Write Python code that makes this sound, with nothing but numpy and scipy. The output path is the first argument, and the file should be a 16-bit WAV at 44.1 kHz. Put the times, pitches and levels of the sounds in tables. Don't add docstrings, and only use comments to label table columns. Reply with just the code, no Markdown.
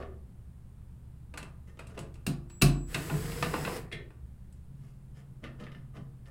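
import sys
import numpy as np
from scipy import signal
from scipy.fft import rfft, irfft, next_fast_len
from scipy.io import wavfile

SR = 44100
rng = np.random.default_rng(int(sys.argv[2]) if len(sys.argv) > 2 else 0)


def generate_wav(signal):
    frames = np.transpose(np.atleast_2d(signal))
    scaled = np.clip(frames, -1, 1) * 32767
    pcm = np.round(scaled).astype(np.int16)
    wavfile.write(sys.argv[1], SR, pcm)


N = 277830
TIME = np.arange(N) / SR

# freq_hz, density_db_per_hz
AIR_SPECTRUM = [(15, -6), (35, -5.5), (58, -6), (88, -9.5), (112, -8.5), (160, -10), (200, -14.5),
                (280, -26), (650, -37.5), (950, -38.5), (2400, -48.5), (6000, -56.5), (9200, -49.5),
                (11500, -54.5), (15800, -56)]
# freq_hz, level_db
HUM_TONES = [(59.5, -63), (120, -55.5), (183, -69.5)]
# freq_hz, t60_s, strength_db
ROOM_DECAY = [(150, 0.75, 2), (600, 0.47, 2), (2000, 0.31, -1.5), (5000, 0.25, -0.5), (10000, 0.2, -0.5),
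              (16000, .17, -3)]
# middle_s, level_db, half_length_s
SKID_EVENTS = [(0.004, -47, 0.029), (1.689, -60.5, 0.015), (1.775, -56, 0.004), (1.905, -56.5, 0.018),
               (1.953, -58, 0.0093), (1.979, -49.5, 0.013), (4.861, -71.5, 0.07), (5.186, -62, 0.033),
               (5.439, -51, 0.011), (5.618, -52, 0.027), (5.964, -54.5, 0.022), (6.275, -59, 0.017)]
# start_s, level_db, brightness_db_per_octave
SNAP_EVENTS = [(0.0236, -47, -6), (5.439, -42.5, 2), (5.446, -41.5, -7), (5.599, -50, 1.5),
               (5.637, -48.5, 1.5), (5.6663, -48.5, -7.5), (5.7165, -50, 0.5), (5.7476, -49, -4),
               (5.9673, -52.5, 1), (6.2562, -59.5, 2)]
# freq_hz, density_db_per_hz
COVER_COLOUR = [(120, -12), (300, 3), (700, -0.5), (1500, -4.5), (3300, -9), (6000, -6), (11000, -7.5),
                (16000, -22)]
# freq_hz, width_hz, gain_db
COVER_PEAKS = [(226, 40, 3.67), (420, 100, 6.5), (545, 50, 4), (673, 61, 5.7), (1225, 150, 12),
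               (1450, 110, 5.5), (1798, 207, 11), (2064, 110, 9.2), (2904, 1050, 9.4), (5100, 390, 3.7)]
# start_s, level_db, brightness_db_per_octave
TAP_EVENTS = [(1.3386, -39, -4), (1.374, -29.5, 1), (1.4278, -38, -0.5), (1.7907, -36.5, -1.5),
              (1.869, -50.5, 6.5), (1.9757, -36, -3.5), (1.989, -36.5, 3.5), (2.1405, -53, 4.5),
              (2.154, -52.5, -2), (2.498, -46.5, 0), (4.1036, -53, -5.5), (4.5246, -63.5, 10)]
# freq_hz, density_db_per_hz
STEEL_COLOUR = [(120, -14.5), (300, 6.5), (700, -1), (1500, -0.5), (3300, -10), (6000, -5.5), (10000, -6),
                (12000, -11.5), (16000, -18)]
# freq_hz, width_hz, gain_db
STEEL_PEAKS = [(664, 66, 8), (930, 53, 3), (1027, 50, 5), (1184, 44, 8.5), (1450, 67, 5.5), (1980, 60, 1.5),
               (2680, 460, 12), (3100, 110, 0), (4060, 300, 2), (5940, 660, -3.5), (8040, 1500, 8),
               (9500, 1000, 4.5)]
# start_s, level_db
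JOLT_EVENTS = [(1.43, -43), (1.99, -37.5), (2.268, -22.5), (2.622, -13), (2.946, -32.5), (3.1, -35),
               (5.603, -42.5), (5.749, -43.5), (5.975, -41.5)]
# freq_hz, level_db, t60_s
BRACKET_MODES = [(44.67, -13.5, 1), (105, -12, 0.26), (140.05, -2.5, 0.48), (149, -7, 0.18),
                 (164.2, -4, 0.42), (193.7, -7.5, 0.29), (241.9, -11, 0.38), (290, -16, 0.25),
                 (346.3, -22.5, 1), (378.5, -19.5, 0.3), (406, -17, 0.17), (694, -24.5, .35),
                 (1012, -34.5, 0.52), (1190, -35, 0.17)]
# start_s, level_db, brightness_db_per_octave
SEATING_EVENTS = [(2.265, -23, 0.2), (2.6146, -20, -1.5), (2.6195, -10, 0.55)]
# freq_hz, density_db_per_hz
SHANK_COLOUR = [(120, -16), (280, 15), (480, -2.5), (700, -3), (1500, -7), (3300, -11), (6000, -10),
                (10000, -8.5), (12000, -13.5), (16000, -10.5)]
# freq_hz, width_hz, gain_db
SHANK_PEAKS = [(650, 41, 5), (1148, 90, 6), (1530, 85, 2), (2660, 520, 7.5), (4030, 240, 9.5),
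               (4400, 280, 4), (4920, 397, 7.5), (5964, 360, 1.5), (6945, 180, 9), (7960, 430, 7.5),
               (9000, 640, 8.5), (11900, 2300, 7)]
# freq_hz, level_db, t60_s
SHANK_MODES = [(2638, -9.5, 0.044), (2760, -6.5, 0.063)]
# rotor_multiple, level_db
MESH_TONES = [(30, -9), (31, -11), (32, -17), (33, -10), (36, -23)]
# freq_hz, gain_db
SHELL_GAIN = [(4400, -33), (5000, -3.5), (5600, -4.5), (7000, -14)]
# freq_hz, density_db_per_hz
GEAR_SPECTRUM = [(710, -44), (1200, -6), (1620, -2), (1790, -2), (2290, -6.5), (2870, -7), (3720, -9.5),
                 (5150, -8.5), (5730, -12), (7920, -8), (8540, -9), (9620, -7.5), (10800, -10.5),
                 (15800, -13.5)]
# freq_hz, density_db_per_hz
SCRAPE_SPECTRUM = [(35, -30.5), (60, 2), (97, -52), (145, 5), (320, -1.5), (470, 3.5), (548, -9),
                   (700, -5.5), (853, -11.5), (994, -7.5), (1570, -16), (1870, -9.5), (3500, -32),
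                   (4550, -27), (7700, -120)]
# freq_hz, density_db_per_hz
SHUDDER_SPECTRUM = [(25, -31), (45, 0), (65, -26), (110, -6), (134, -28.5), (144, 5.5), (154, 0),
                    (190, -19), (300, -48.5), (1000, -100)]
# start_s, level_db, brightness_db_per_octave
KNOCK_EVENTS = [(2.944, -18.5, 4), (3.097, -32, -5), (3.318, -35, 2.5), (3.425, -18, 2), (3.444, -33, 3),
                (3.538, -25, -3), (3.649, -25, 0.5), (3.675, -31.5, -4.5), (3.736, -52, 3),
                (3.764, -37, 6.5)]
# start_s, level_db, brightness_db_per_octave
CLINK_EVENTS = [(3.915, -34, 1), (3.9235, -25.5, 2.3)]
# freq_hz, density_db_per_hz
SCREW_COLOUR = [(120, -15), (400, 12), (900, -9.5), (1500, -10.5), (3300, -22.5), (5500, -18),
                (9500, -11.5), (16000, -36)]
# freq_hz, width_hz, gain_db
SCREW_PEAKS = [(349, 37, 4.8), (1807, 35, 14), (1897, 160, 9.9), (2110, 380, 9), (2610, 1050, 12.5),
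               (3320, 290, 12.3), (3900, 160, 4.6), (4020, 700, 9.2)]

TOUCH_S, START_S, RELEASE_S = 2.487, 2.865, 3.772
TOP_SPEED_HZ, SPIN_UP_S, COAST_S = 167.5, 0.172, 0.15
SWITCHING_HZ = 7762
GEAR_ATTACK_S = 0.093
GEAR_DB, GEAR_FALL_DB_PER_S = -50.5, 265
SCRAPE_DB, LOOSENING_DB_PER_S, SCRAPE_FALL_DB_PER_S = -47, 6, 143
SHAKE_DB, RESONANT_SHAKE_DB = -46.5, -29
RESONANCE_HZ, RESONANCE_WIDTH_HZ = 137.6, 17.4
AIR_DB = -50.5
CHANGEOVER_S, FAR_MOTOR_HZ, FAR_MOTOR_DB = 4.62, 72.5, -53.5
DRONE_HZ, DRONE_SAG_HZ_PER_S, DRONE_DB = 137.6, 2.89, -52
LIGHT_RUB_DB, RUB_DULLING_DB_PER_OCTAVE_PER_DB = -65.5, 0.41
CUTOFF_HZ = 15850


def from_db(db):
    return 10 ** (np.asarray(db) / 20)


def rms_one(x):
    return x / np.sqrt(np.mean(x ** 2) + 1e-20)


def ramp(start_s, length_s):
    return np.clip((TIME - start_s) / length_s, 0, 1)


def since(moment_s):
    return np.maximum(TIME - moment_s, 0)


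def drift(knots_per_s):
    knots = rng.standard_normal(2000)
    return np.interp(TIME * knots_per_s, np.arange(len(knots)), knots)


def add(track, start_s, sound):
    start = max(round(start_s * SR), 0)
    track[start:start + len(sound)] += sound[:N - start]


def bins(size):
    return np.arange(size // 2 + 1) * SR / size


def at_hz(points, hz):
    f, value = np.transpose(points)
    return np.interp(np.log(np.maximum(hz, 1)), np.log(f), value)


def coloured(x, spectrum):
    size = next_fast_len(N)
    gain = from_db(at_hz(spectrum, bins(size)))
    return rms_one(irfft(rfft(x, size) * gain, size)[:N])


def causal(x, gain_db):
    cepstrum = irfft(gain_db * np.log(10) / 20)
    size = len(cepstrum)
    cepstrum[1:size // 2] *= 2
    cepstrum[size // 2 + 1:] = 0
    return irfft(rfft(x, size) * np.exp(rfft(cepstrum)))


def part_response(colour, peaks, hz):
    resonances = sum(db / (1 + (2 * (hz - f) / width) ** 2) for f, width, db in peaks)
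    return at_hz(colour, hz) + resonances


def spot_ripple(hz, spread_db=3.0, spacing_hz=55):
    knots = rng.standard_normal(1000)
    return spread_db * np.interp(hz / spacing_hz, np.arange(len(knots)), knots)


def grit(size, spread_db):
    strength_db = spread_db * rng.uniform(-np.sqrt(3), np.sqrt(3), size // 16)
    return rms_one(rng.standard_normal(size) * from_db(strength_db.repeat(16)))


def room_tail(size):
    hz, t = bins(size), TIME[:size]
    noise = rfft(rng.standard_normal(size))
    centres_hz = np.transpose(ROOM_DECAY)[0]
    tail = np.zeros(size)
    for row, (_, t60_s, db) in zip(np.eye(len(centres_hz)), ROOM_DECAY):
        share = at_hz(np.c_[centres_hz, row], hz)
        tail += irfft(noise * share) * from_db(db - 60 * t / t60_s)
    return tail


def in_room(x, room_db, wall_s=0.0033):
    tail = room_tail(len(x)) * (1 - np.exp(-TIME[:len(x)] / wall_s))
    echo = signal.fftconvolve(x, tail / np.linalg.norm(tail))[:len(x)]
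    return x + from_db(room_db) * echo


def contacts(rows, colour, peaks, level_db, body_db, edge_db, length_s, rise_s, grit_db, room_db, size=24576):
    out, hz, t = np.zeros(N), bins(size), TIME[:size]
    shelves_db = at_hz([(800, body_db), (1800, 0), (3800, 0), (7500, edge_db)], hz)
    part_db = part_response(colour, peaks, hz) + shelves_db
    octaves = np.log2(np.clip(hz, 800, 7500) / 2600)
    dying = np.exp(-t / length_s)
    force = dying * (1 - np.exp(-t / rise_s))
    for start_s, db, brightness in rows:
        burst = grit(size, grit_db) * force
        echo = room_tail(size) * (1 - dying)
        mix = burst / np.linalg.norm(burst) + from_db(room_db) * echo / np.linalg.norm(echo)
        gain_db = part_db + brightness * octaves + spot_ripple(hz)
        add(out, start_s, from_db(db + level_db) * causal(np.linalg.norm(force) * mix, gain_db))
    return out


def struck(blows, modes, spread_db, build_s):
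    out, t = np.zeros(N), TIME[:SR]
    hz, mode_db, t60_s = np.transpose(modes)[:, :, None]
    envelope = from_db(mode_db - 60 * t / t60_s) * (1 - np.exp(-t / build_s))
    rings = np.sin(2 * np.pi * hz * t) * envelope
    signs = (-1) ** np.arange(len(modes))
    for start_s, db in blows:
        strength_db = db + spread_db * rng.standard_normal(len(modes))
        add(out, start_s, (signs * from_db(strength_db)) @ rings)
    return out


def pushes(rows, push_db):
    return [(start_s, db + push_db) for start_s, db, _ in rows]


def wavering(hz, db, waver_db, wander_hz):
    level = np.sqrt(2) * from_db(db + waver_db * drift(9))
    turns = np.cumsum(hz + wander_hz * drift(12)) / SR
    return level * np.sin(2 * np.pi * turns)


def workshop():
    air = from_db(AIR_DB) * coloured(rng.standard_normal(N), AIR_SPECTRUM)
    hum = sum(wavering(hz, db, waver_db=1, wander_hz=0.3) for hz, db in HUM_TONES)
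    changed = ramp(CHANGEOVER_S, length_s=0.079)
    motor = wavering(FAR_MOTOR_HZ, FAR_MOTOR_DB, waver_db=3.5, wander_hz=3.2)
    drone_hz = DRONE_HZ - DRONE_SAG_HZ_PER_S * since(CHANGEOVER_S)
    drone = wavering(drone_hz, DRONE_DB, waver_db=2.5, wander_hz=2.38)
    return air + hum + (1 - changed) * motor + changed * drone


def skids(level_db=2, room_db=-4.0, grit_db=9.5, size=32768):
    out, hz = np.zeros(N), bins(size)
    part_db = part_response(COVER_COLOUR, COVER_PEAKS, hz)
    octaves = np.log2(np.maximum(hz, 300) / 1500)
    for middle_s, db, half_s in SKID_EVENTS:
        start_s = max(middle_s - 3 * half_s, 0)
        swell = np.exp(-((TIME[:size] + start_s - middle_s) / half_s) ** 2)
        rub = in_room(grit(size, grit_db) * swell, room_db)
        tilt_db = RUB_DULLING_DB_PER_OCTAVE_PER_DB * min(LIGHT_RUB_DB - db, 0)
        gain_db = part_db + tilt_db * octaves + spot_ripple(hz)
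        add(out, start_s, from_db(db + level_db) * causal(rub, gain_db))
    return out


def cover_snaps():
    return contacts(SNAP_EVENTS, COVER_COLOUR, COVER_PEAKS, level_db=12, body_db=-15, edge_db=-15.5,
                    length_s=0.0029, rise_s=0.0011, grit_db=7, room_db=-1.0)


def bit_taps():
    return contacts(TAP_EVENTS, STEEL_COLOUR, STEEL_PEAKS, level_db=9.5, body_db=-5.0, edge_db=-11,
                    length_s=0.0038, rise_s=0.0019, grit_db=4.0, room_db=-3.0)


def bracket_thumps():
    blows = list(JOLT_EVENTS) + pushes(TAP_EVENTS, push_db=-16)
    blows += pushes(KNOCK_EVENTS, push_db=-14.5) + pushes(CLINK_EVENTS, push_db=-15.5)
    return struck(blows, BRACKET_MODES, spread_db=3.0, build_s=0.0067)


def seating_knocks():
    knock = contacts(SEATING_EVENTS, SHANK_COLOUR, SHANK_PEAKS, level_db=10.5, body_db=-5, edge_db=-5,
                     length_s=0.0033, rise_s=0.0024, grit_db=2.5, room_db=-2.0)
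    ring = struck(pushes(SEATING_EVENTS, push_db=-3), SHANK_MODES, spread_db=2.0, build_s=0.0012)
    return knock + ring


def whine(level_db=-60.0, octave_db=-21, flutter_db=1, attack_s=0.026, fade_s=0.12):
    held = ramp(TOUCH_S, attack_s) * (1 - ramp(RELEASE_S - fade_s, fade_s))
    phase = 2 * np.pi * SWITCHING_HZ * TIME
    tone = np.sin(phase) + from_db(octave_db) * np.sin(2 * phase)
    return held * np.sqrt(2) * from_db(level_db + flutter_db * drift(24)) * tone


def rotor_speed():
    run_up = 1 - np.exp(-since(START_S) / SPIN_UP_S)
    return TOP_SPEED_HZ * run_up * np.exp(-since(RELEASE_S) / COAST_S)


def per_turn(turns, size=512):
    phases = np.exp(2j * np.pi * rng.random(size // 5))
    marks = irfft(np.r_[0, phases], size * 8)
    return rms_one(np.interp(turns % 1 * len(marks), np.arange(len(marks)), marks))


def rotor_tone(multiple, turns, unsteady_db=3):
    level = np.sqrt(2) * from_db(unsteady_db * drift(24.55))
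    return level * np.sin(2 * np.pi * multiple * turns)


def gearbox(speed, turns, hiss_db=3.0, third_db=0, repeat_db=-8, throb=0.047):
    pulsing = 1 + throb * (np.sin(2 * np.pi * turns) + np.sin(np.pi * turns / 2))
    rough = rng.standard_normal(N) * pulsing + from_db(repeat_db) * per_turn(turns)
    hiss = from_db(hiss_db) * coloured(rough, GEAR_SPECTRUM)
    mesh = from_db(third_db) * rotor_tone(3, turns)
    for multiple, db in MESH_TONES:
        mesh += from_db(db + at_hz(SHELL_GAIN, multiple * speed)) * rotor_tone(multiple, turns)
    level_db = GEAR_DB - GEAR_FALL_DB_PER_S * since(RELEASE_S)
    return from_db(level_db) * (hiss + mesh)


def screw_scrape(catch_db=3):
    slips = rng.standard_normal(N) * from_db(catch_db * drift(160))
    level_db = SCRAPE_DB + LOOSENING_DB_PER_S * since(START_S) - SCRAPE_FALL_DB_PER_S * since(RELEASE_S)
    return from_db(level_db) * coloured(slips, SCRAPE_SPECTRUM)


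def bracket_shudder(speed):
    detuning = 2 * (speed - RESONANCE_HZ) / RESONANCE_WIDTH_HZ
    in_tune = (TIME < RELEASE_S) / (1 + detuning ** 2)
    shaking = from_db(SHAKE_DB) * speed / TOP_SPEED_HZ + from_db(RESONANT_SHAKE_DB) * in_tune
    return shaking * coloured(rng.standard_normal(N), SHUDDER_SPECTRUM)


def drill(wobble=0.00271):
    speed = rotor_speed()
    turns = np.cumsum(speed * (1 + wobble * drift(40))) / SR
    running = gearbox(speed, turns) + screw_scrape() + bracket_shudder(speed)
    return ramp(START_S, GEAR_ATTACK_S) * running


def screw_knocks():
    return contacts(KNOCK_EVENTS, STEEL_COLOUR, STEEL_PEAKS, level_db=9.5, body_db=0.5, edge_db=-20.5,
                    length_s=0.004, rise_s=0.0023, grit_db=1.5, room_db=-3.5)


def screw_clinks():
    return contacts(CLINK_EVENTS, SCREW_COLOUR, SCREW_PEAKS, level_db=4.5, body_db=-7, edge_db=-16,
                    length_s=0.0098, rise_s=0.00076, grit_db=6, room_db=-3.5)


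def scene():
    cover = skids() + cover_snaps()
    bit = bit_taps() + seating_knocks()
    screw = screw_knocks() + screw_clinks()
    return (workshop() + cover + bit + bracket_thumps() + whine() + drill() + screw)[None]


def record(dry):
    lowpass = signal.ellip(12, 0.1, 80, CUTOFF_HZ, fs=SR, output="sos")
    return signal.sosfilt(lowpass, dry)


dry = scene()
out = record(dry)
generate_wav(out)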